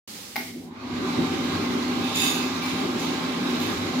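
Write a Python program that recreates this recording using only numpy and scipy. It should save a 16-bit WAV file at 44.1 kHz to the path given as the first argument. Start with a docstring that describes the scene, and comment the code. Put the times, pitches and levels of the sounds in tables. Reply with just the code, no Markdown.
"""Wall-mounted hand dryer in a tiled washroom, heard from close by.
A soft hiss comes first. Near 0.35 s the motor starts to hum and a relay clacks; from 0.4 s the fan runs up.
The hiss sinks away; air booms in the casing and rushes over a hand until the end.
From 2 s thin metal sings now and then, as if the fan wheel grazed its housing."""
import sys
import numpy as np
from scipy import signal
from scipy.fft import rfft, irfft
from scipy.io import wavfile
from scipy.ndimage import uniform_filter1d

SR = 44100
rng = np.random.default_rng(int(sys.argv[2]) if len(sys.argv) > 2 else 0)


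def master(y):
    """Save y as 16-bit WAV."""
    cut = np.clip(np.atleast_2d(y).T, -1, 1)
    pcm = np.round(cut * 32767)  # scale
    wavfile.write(sys.argv[1], SR, pcm.astype(np.int16))


N = 176400
TIME, FREQ = np.arange(N) / SR, np.fft.rfftfreq(N, 1 / SR)
MOTOR_ON_S, FAN_START_S, RUN_UP_S = 0.338, 0.4, 0.42

# Stereo tilt of hiss, rush and scrape: freq_hz, left_minus_right_db
NOISE_BALANCE = [(300, -2.5), (800, 1.5), (1200, -2.5), (2000, 0), (2900, -6.5), (4000, -10), (5500, -4),
                 (7500, -2.5), (10000, -1), (14000, 2.5)]


def amp(db):
    """Decibels to gain."""
    return 10 ** (np.asarray(db) / 20)


def unit(x):
    """Scale to rms 1."""
    return x / np.sqrt(np.mean(x ** 2) + 1e-20)


def at_freq(points, hz):
    """Interpolate a table on a log-frequency axis."""
    freq_hz, value = np.transpose(points)
    return np.interp(np.log(hz + 1), np.log(freq_hz + 1), value)


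def envelope(points):
    """Gain per sample from rows of time_s, level_db."""
    return amp(np.interp(TIME, *np.transpose(points)))


def pan(balance_db):
    """Left and right gains for a level difference."""
    gains = np.array([amp(balance_db / 2), amp(-balance_db / 2)]).reshape(2, -1)
    return gains / np.sqrt(np.mean(gains ** 2, 0))


def drift(rate_hz):
    """Smooth random motion up to about rate_hz, rms 1."""
    return unit(irfft(rfft(rng.standard_normal(N)) * np.exp(-(FREQ / rate_hz) ** 2), N))


def peak(hz, width_hz):
    """Power response of a resonance; equal energy at any width."""
    return 1 / (1 + (2 * (FREQ - hz) / width_hz) ** 2) ** 1.5 / width_hz


def noise(gain):
    """Stereo noise of a given spectrum, rms 1: coherent bass, diffuse treble."""
    # Left-right likeness: freq_hz, correlation
    likeness = [(60, 0.83), (130, 0.94), (220, 0.95), (380, 0.79), (500, 0.29), (680, 0.41), (820, 0.024),
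                (950, .3), (1100, 0.37), (1400, -0.62), (1750, 0.091), (2100, 0.34), (2700, -0.06),
                (4000, -.15), (6000, -0.063), (15000, 0.057)]
    left, other = rfft(rng.standard_normal((2, N)))
    correlation = at_freq(likeness, FREQ)
    right = correlation * left + np.sqrt(1 - correlation ** 2) * other
    return unit(irfft(np.array([left, right]) * gain, N))


def steadied(x, amount=0.23, window_s=0.036):
    """Even out part of the slow random level swings; rms 1."""
    power = abs(uniform_filter1d((x ** 2).mean(0), int(window_s * SR) + 1)) + 1e-9
    return unit(x / power ** (amount / 2))


def speed(time_s):
    """Fan speed as a share of full speed."""
    return 1 - np.exp(-(np.maximum(time_s - FAN_START_S, 1e-3) / RUN_UP_S) ** 2)


def fan_tone(hz, width_hz):
    """Wavering tone that rises to hz as the fan runs up."""
    phase = 2 * np.pi * np.cumsum(hz * speed(TIME) ** 0.3) / SR
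    tone = (drift(width_hz) + 1j * drift(width_hz)) * np.exp(1j * phase)
    return np.array([tone.real, (tone * np.exp(0.6j)).real])


def room(x):
    """Dense reflections from the tiles, each band dying at its own rate."""
    # Washroom decay: freq_hz, t60_s
    decay_times = [(200, 0.7), (1000, 0.31), (4000, 0.63), (14000, 0.43)]
    hz, t, bands = signal.stft(rng.standard_normal((2, SR)), SR, nperseg=256)
    decay = amp(-60 * t / at_freq(decay_times, hz)[:, None])
    tail = signal.istft(bands * decay * np.minimum(t / 0.013, 1), SR, nperseg=256)[1]
    return signal.fftconvolve(x, tail / np.linalg.norm(tail[0]), axes=1)[:, :N]


def hiss(start_s=0.075, rise_s=0.0022):
    """Soft hiss that sinks away as the dryer starts."""
    # Hiss colour: freq_hz, density_db
    spectrum = [(35, -46), (60, -8), (156, -8.5), (196, 1), (343, -5), (599, -8.5), (673, -21), (773, -7),
                (1020, -13.5), (1350, -9.5), (1480, -12.5), (4420, -7), (15500, -18)]
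    # Hiss loudness: time_s, level_db
    levels = [(.077, -39.5), (.14, -38.5), (.22, -39), (.34, -41.5), (.48, -40), (.53, -46), (.66, -51.5),
              (.72, -64), (.9, -78)]
    air = noise(amp(at_freq(spectrum, FREQ)) * pan(at_freq(NOISE_BALANCE, FREQ)))
    return air * envelope(levels) * np.clip((TIME - start_s) / rise_s, 0, 1)


def motor_hum(pitch_hz=253.5, level_db=-45, rise_s=0.022, fade_s=1):
    """The motor hums while it strains to start."""
    age_s = np.maximum(TIME - MOTOR_ON_S, 0)
    gain = amp(level_db) * np.minimum(age_s / rise_s, 1) * np.exp(-age_s / fade_s)
    return gain * (1 + 0.25 * drift(7.8)) * np.sin(2 * np.pi * pitch_hz * TIME)


def fan():
    """The wheel's broad whirr comes first; its narrow tones settle in near full speed."""
    # Whirr at full speed: pitch_hz, width_hz, level_db
    whirr_bands = [(1070, 70, -50), (1270, 90, -52)]
    # Tones at full speed: pitch_hz, width_hz, level_db, left_minus_right_db
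    narrow_tones = [(586, 5, -55, 0), (782, 5, -48, 3), (883, 3, -51, 6), (1055, 35, -47, 0),
                    (1180, 6, -50, -7), (1225, 40, -50, -7), (1360, 25, -52, 4), (1637, 6, -56, -4),
                    (2315, 20, -54, -3), (2611, 5, -58, -7)]
    whirr = sum(amp(db) * fan_tone(hz, width_hz) for hz, width_hz, db in whirr_bands)
    tones = sum(amp(db) * pan(balance_db) * fan_tone(hz, width_hz)
                for hz, width_hz, db, balance_db in narrow_tones)
    return whirr * speed(TIME) ** 0.9 + tones * speed(TIME) ** 2


def relay(ring_db=-29, crack_db=-24, crack_t60_s=0.037, room_db=-1):
    """Contacts snap shut and bounce; each hit cracks and rings the casing, and the room answers."""
    # Contact hits: start_s, level_db
    hits = [(.3585, -3.5), (.3608, -9), (0.3635, 2.5), (.3657, -13)]
    # Casing modes: pitch_hz, level_db, t60_s
    modes = [(660, -10, .09), (770, -3, .06), (820, -2, .06), (880, -5, .08), (1965, -13, .12),
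             (2030, -9, .15), (2105, -1, .06), (2150, -8, .15)]
    # Crack colour: freq_hz, density_db
    crack_spectrum = [(300, -21), (800, -1), (1600, 3), (2200, 6), (2700, -3.5), (5200, -2.5), (8000, -23),
                      (11000, -8), (14500, -3.5), (16000, -13)]

    def decay(t60_s):
        """Decays of all hits, summed in power."""
        return np.sqrt(sum((TIME > start_s) * amp(db - 60 * np.maximum(TIME - start_s, 0) / t60_s) ** 2
                           for start_s, db in hits))

    ring = np.zeros((2, N))
    for hz, db, t60_s in modes:
        cycles = hz * TIME + rng.random() + rng.random((2, 1)) / 4
        ring += amp(db) * decay(t60_s) * np.sin(2 * np.pi * cycles)
    crack = decay(crack_t60_s) * noise(amp(at_freq(crack_spectrum, FREQ)))
    clack = amp(ring_db) * ring + amp(crack_db) * crack
    return clack + amp(room_db) * room(clack)


def metal_grazes(rise_s=0.016, release_t60_s=0.5, focus_width_hz=310, scrape_db=-7, room_db=-2):
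    """Gritty rubbing drives the modes of thin metal; firmer contact sings more."""
    # Metal modes: pitch_hz, width_hz, level_db, left_minus_right_db
    modes = [(1637, 8, -14, -6), (2611, 6, -1, -8), (3590, 40, 1, -9), (3680, 160, -2, -9),
             (3932, 30, -7, -8), (4785, 90, -5, -7), (6210, 60, -8, -5), (6682, 10, -8, -7),
             (6972, 20, -3, -9), (7241, 18, -8, -6), (7560, 90, -12, -5), (8368, 40, -17, -1),
             (8630, 45, -16, -4), (10300, 80, -14, -2), (10480, 100, -14, -2), (10767, 25, -11, -3),
             (12090, 60, -14, 0), (12435, 80, -15, 1), (12931, 35, -11, 1), (14018, 50, -12, 3),
             (14912, 50, -19, 3), (15606, 80, -20, 3)]
    # Rubbing contacts: start_s, length_s, level_db, tilt_db_per_octave, firmness, focus_hz, focus_db
    contacts = [(2.023, 0.13, -36, -1.5, 0.43, 3630, 5), (2.143, 0.13, -25.5, 0.3, 0.87, 3600, 1),
                (2.608, 0.1, -37.5, -0.5, 0.37, 10300, 1), (2.978, 0.041, -38, 2, 0.4, 6300, 11),
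                (3.46, 0.042, -52, 10, 0.47, 12100, 10), (3.588, 0.045, -35, -1.5, 0.6, 12100, 11)]
    # Scrape colour: freq_hz, density_db
    scrape_spectrum = [(1200, -15), (2500, 10), (3800, 6), (5500, 3), (7200, -10), (9000, -8), (10500, -4),
                       (13000, -35), (15800, -48)]
    # Pings as the metal is touched: start_s, pitch_hz, level_db, t60_s
    pings = [(2.619, 2340, -33, 0.33), (2.624, 4170, -40.5, 0.47), (2.63, 15380, -49, .3)]
    response = np.sqrt(sum(amp(db) ** 2 * pan(balance_db) ** 2 * peak(hz, width_hz)
                           for hz, width_hz, db, balance_db in modes))
    metal = np.zeros((2, N))
    for start_s, length_s, db, tilt_db, firmness, focus_hz, focus_db in contacts:
        focus = np.exp(-((FREQ - focus_hz) / focus_width_hz) ** 2)
        colour = amp(tilt_db * np.log2(1 + FREQ / 1000) + focus_db * focus)
        ring = steadied(noise(response * colour))
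        scrape = noise(amp(at_freq(scrape_spectrum, FREQ)) * colour * pan(at_freq(NOISE_BALANCE, FREQ)))
        attack = np.clip((TIME - start_s) / rise_s, 0, 1)
        release = amp(-60 * np.maximum(TIME - start_s - length_s, 0) / release_t60_s)
        metal += amp(db) * attack * release * unit(firmness * ring + amp(scrape_db) * scrape)
    for start_s, hz, db, t60_s in pings:
        age_s = np.maximum(TIME - start_s, 0)
        gain = np.minimum(age_s / 0.0068, 1) * amp(db - 60 * age_s / t60_s)
        metal += gain * np.sin(2 * np.pi * (hz * age_s + rng.random((2, 1)) / 4))
    metal *= unit(1 + 0.23 * drift(150))  # grit
    return metal + amp(room_db) * room(metal)


def air_rush(level_db=-32, low_cut_hz=436, flutter_db=1.45, swell_db=0.58):
    """The jet grows louder and brighter with fan speed and flutters in patches."""
    # Jet colour: freq_hz, density_db
    spectrum = [(260, -14), (450, -4), (597, -6), (663, -9), (781, -2), (920, -5.5), (1050, -3), (1120, -4),
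                (1200, -1.5), (1300, -7.5), (1570, -3.5), (1800, -12.5), (2050, -6), (2650, -8.5),
                (3410, -10), (3780, -6), (4870, -13), (7280, -20), (8450, -28), (13200, -29), (15800, -35)]
    colour = amp(at_freq(spectrum, FREQ)) / np.sqrt(1 + (low_cut_hz / (FREQ + 1)) ** 8)
    hz, t, bands = signal.stft(noise(colour * pan(at_freq(NOISE_BALANCE, FREQ))), SR, nperseg=512)
    flutter = uniform_filter1d(rng.standard_normal((len(t), len(hz))), size=14, axis=0)
    patches = unit(uniform_filter1d(flutter, size=4, axis=1)).T
    speed_exponent = 2.05 + 0.49 * np.log2(1 + hz / 1000)[:, None]
    bands = bands * speed(t) ** speed_exponent * amp(flutter_db * patches)
    air = signal.istft(bands, SR, nperseg=512)[1][:, :N]
    return air * amp(level_db - swell_db * drift(15))


def casing_boom():
    """Turbulence at the outlet drives the casing's low air resonances; the main one drones."""
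    # Air resonances of casing and outlet: pitch_hz, width_hz, level_db
    modes = [(170.7, 13, -10), (229.2, 50, -9), (259.5, 20, -5), (287.4, 37, -7), (324.5, 10, -16),
             (366.7, 29.5, -9), (400, 22, -12.5)]
    # Broad turbulence bed: freq_hz, density_db
    bed_spectrum = [(25, -60), (36, -42), (48, -25), (58, -26), (80, -20.5), (130, -9.5), (220, -6.5),
                    (330, -1), (480, -13), (800, -22.5), (2000, -72)]
    # Irregular swells and dips in the boom's loudness: time_s, level_db
    boom_levels = [(0.4, -30), (0.46, -48), (0.57, -36.5), (0.76, -42), (1.04, -26.5), (1.15, -29.5),
                   (1.18, -21), (1.21, -19.5), (1.3, -29), (1.33, -25), (1.48, -28.5), (1.6, -25),
                   (1.66, -29), (1.77, -24), (1.81, -29), (2.03, -25.5), (2.09, -33.5), (2.28, -27),
                   (2.69, -32), (2.73, -25.5), (2.8, -30), (2.85, -22), (2.93, -32.5), (2.96, -23.5),
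                   (2.98, -30), (3.09, -27), (3.37, -29.5), (3.43, -25), (3.58, -27), (3.7, -25.5),
                   (3.79, -30.5), (4.0, -25.5)]
    # Swings of the deepest resonance: time_s, level_db
    rumble_levels = [(0.4, -65), (0.45, -57), (0.64, -54), (0.67, -59.5), (0.97, -41), (1.13, -56),
                     (1.17, -41.5), (1.48, -47), (1.54, -37.5), (1.67, -50.5), (2.21, -46), (2.38, -51.5),
                     (2.55, -47), (2.64, -56), (2.68, -45), (3.37, -54.5), (3.83, -40), (4.0, -59)]
    drone_hz, waver_hz, waver_rate_hz = 244, 5.28, 15.1
    bed_db, drone_db, boom_db, rumble_db = -5.5, -2.5, -2, 1.5
    resonances = noise(np.sqrt(sum(amp(db) ** 2 * peak(hz, width_hz) for hz, width_hz, db in modes)))
    body = steadied(resonances + amp(bed_db) * noise(amp(at_freq(bed_spectrum, FREQ))))
    phase = 2 * np.pi * np.cumsum(drone_hz + waver_hz * drift(waver_rate_hz)) / SR
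    drone = unit((1 + 0.25 * drift(waver_rate_hz)) * np.sin(phase))
    boom = (body + amp(drone_db) * drone) * envelope(boom_levels)
    rumble = steadied(noise(np.sqrt(peak(hz=102, width_hz=18)))) * envelope(rumble_levels)
    onset = np.clip((TIME - MOTOR_ON_S) / 0.13, 0, 1)
    return (amp(boom_db) * boom + amp(rumble_db) * rumble) * onset


def scene():
    """Stereo sum of all sources."""
    return hiss() + relay() + motor_hum() + casing_boom() + air_rush() + fan() + metal_grazes()


def record(dry):
    """Low cut and band limit."""
    low_cut_hz, high_cut_hz = 41, 15850
    cut = signal.sosfilt(signal.butter(4, low_cut_hz, "high", fs=SR, output="sos"), dry)
    lowpass = signal.firwin(511, high_cut_hz, window=("kaiser", 9), fs=SR)
    return signal.oaconvolve(cut, lowpass[None], "same")


dry = scene()
out = record(dry)
master(out)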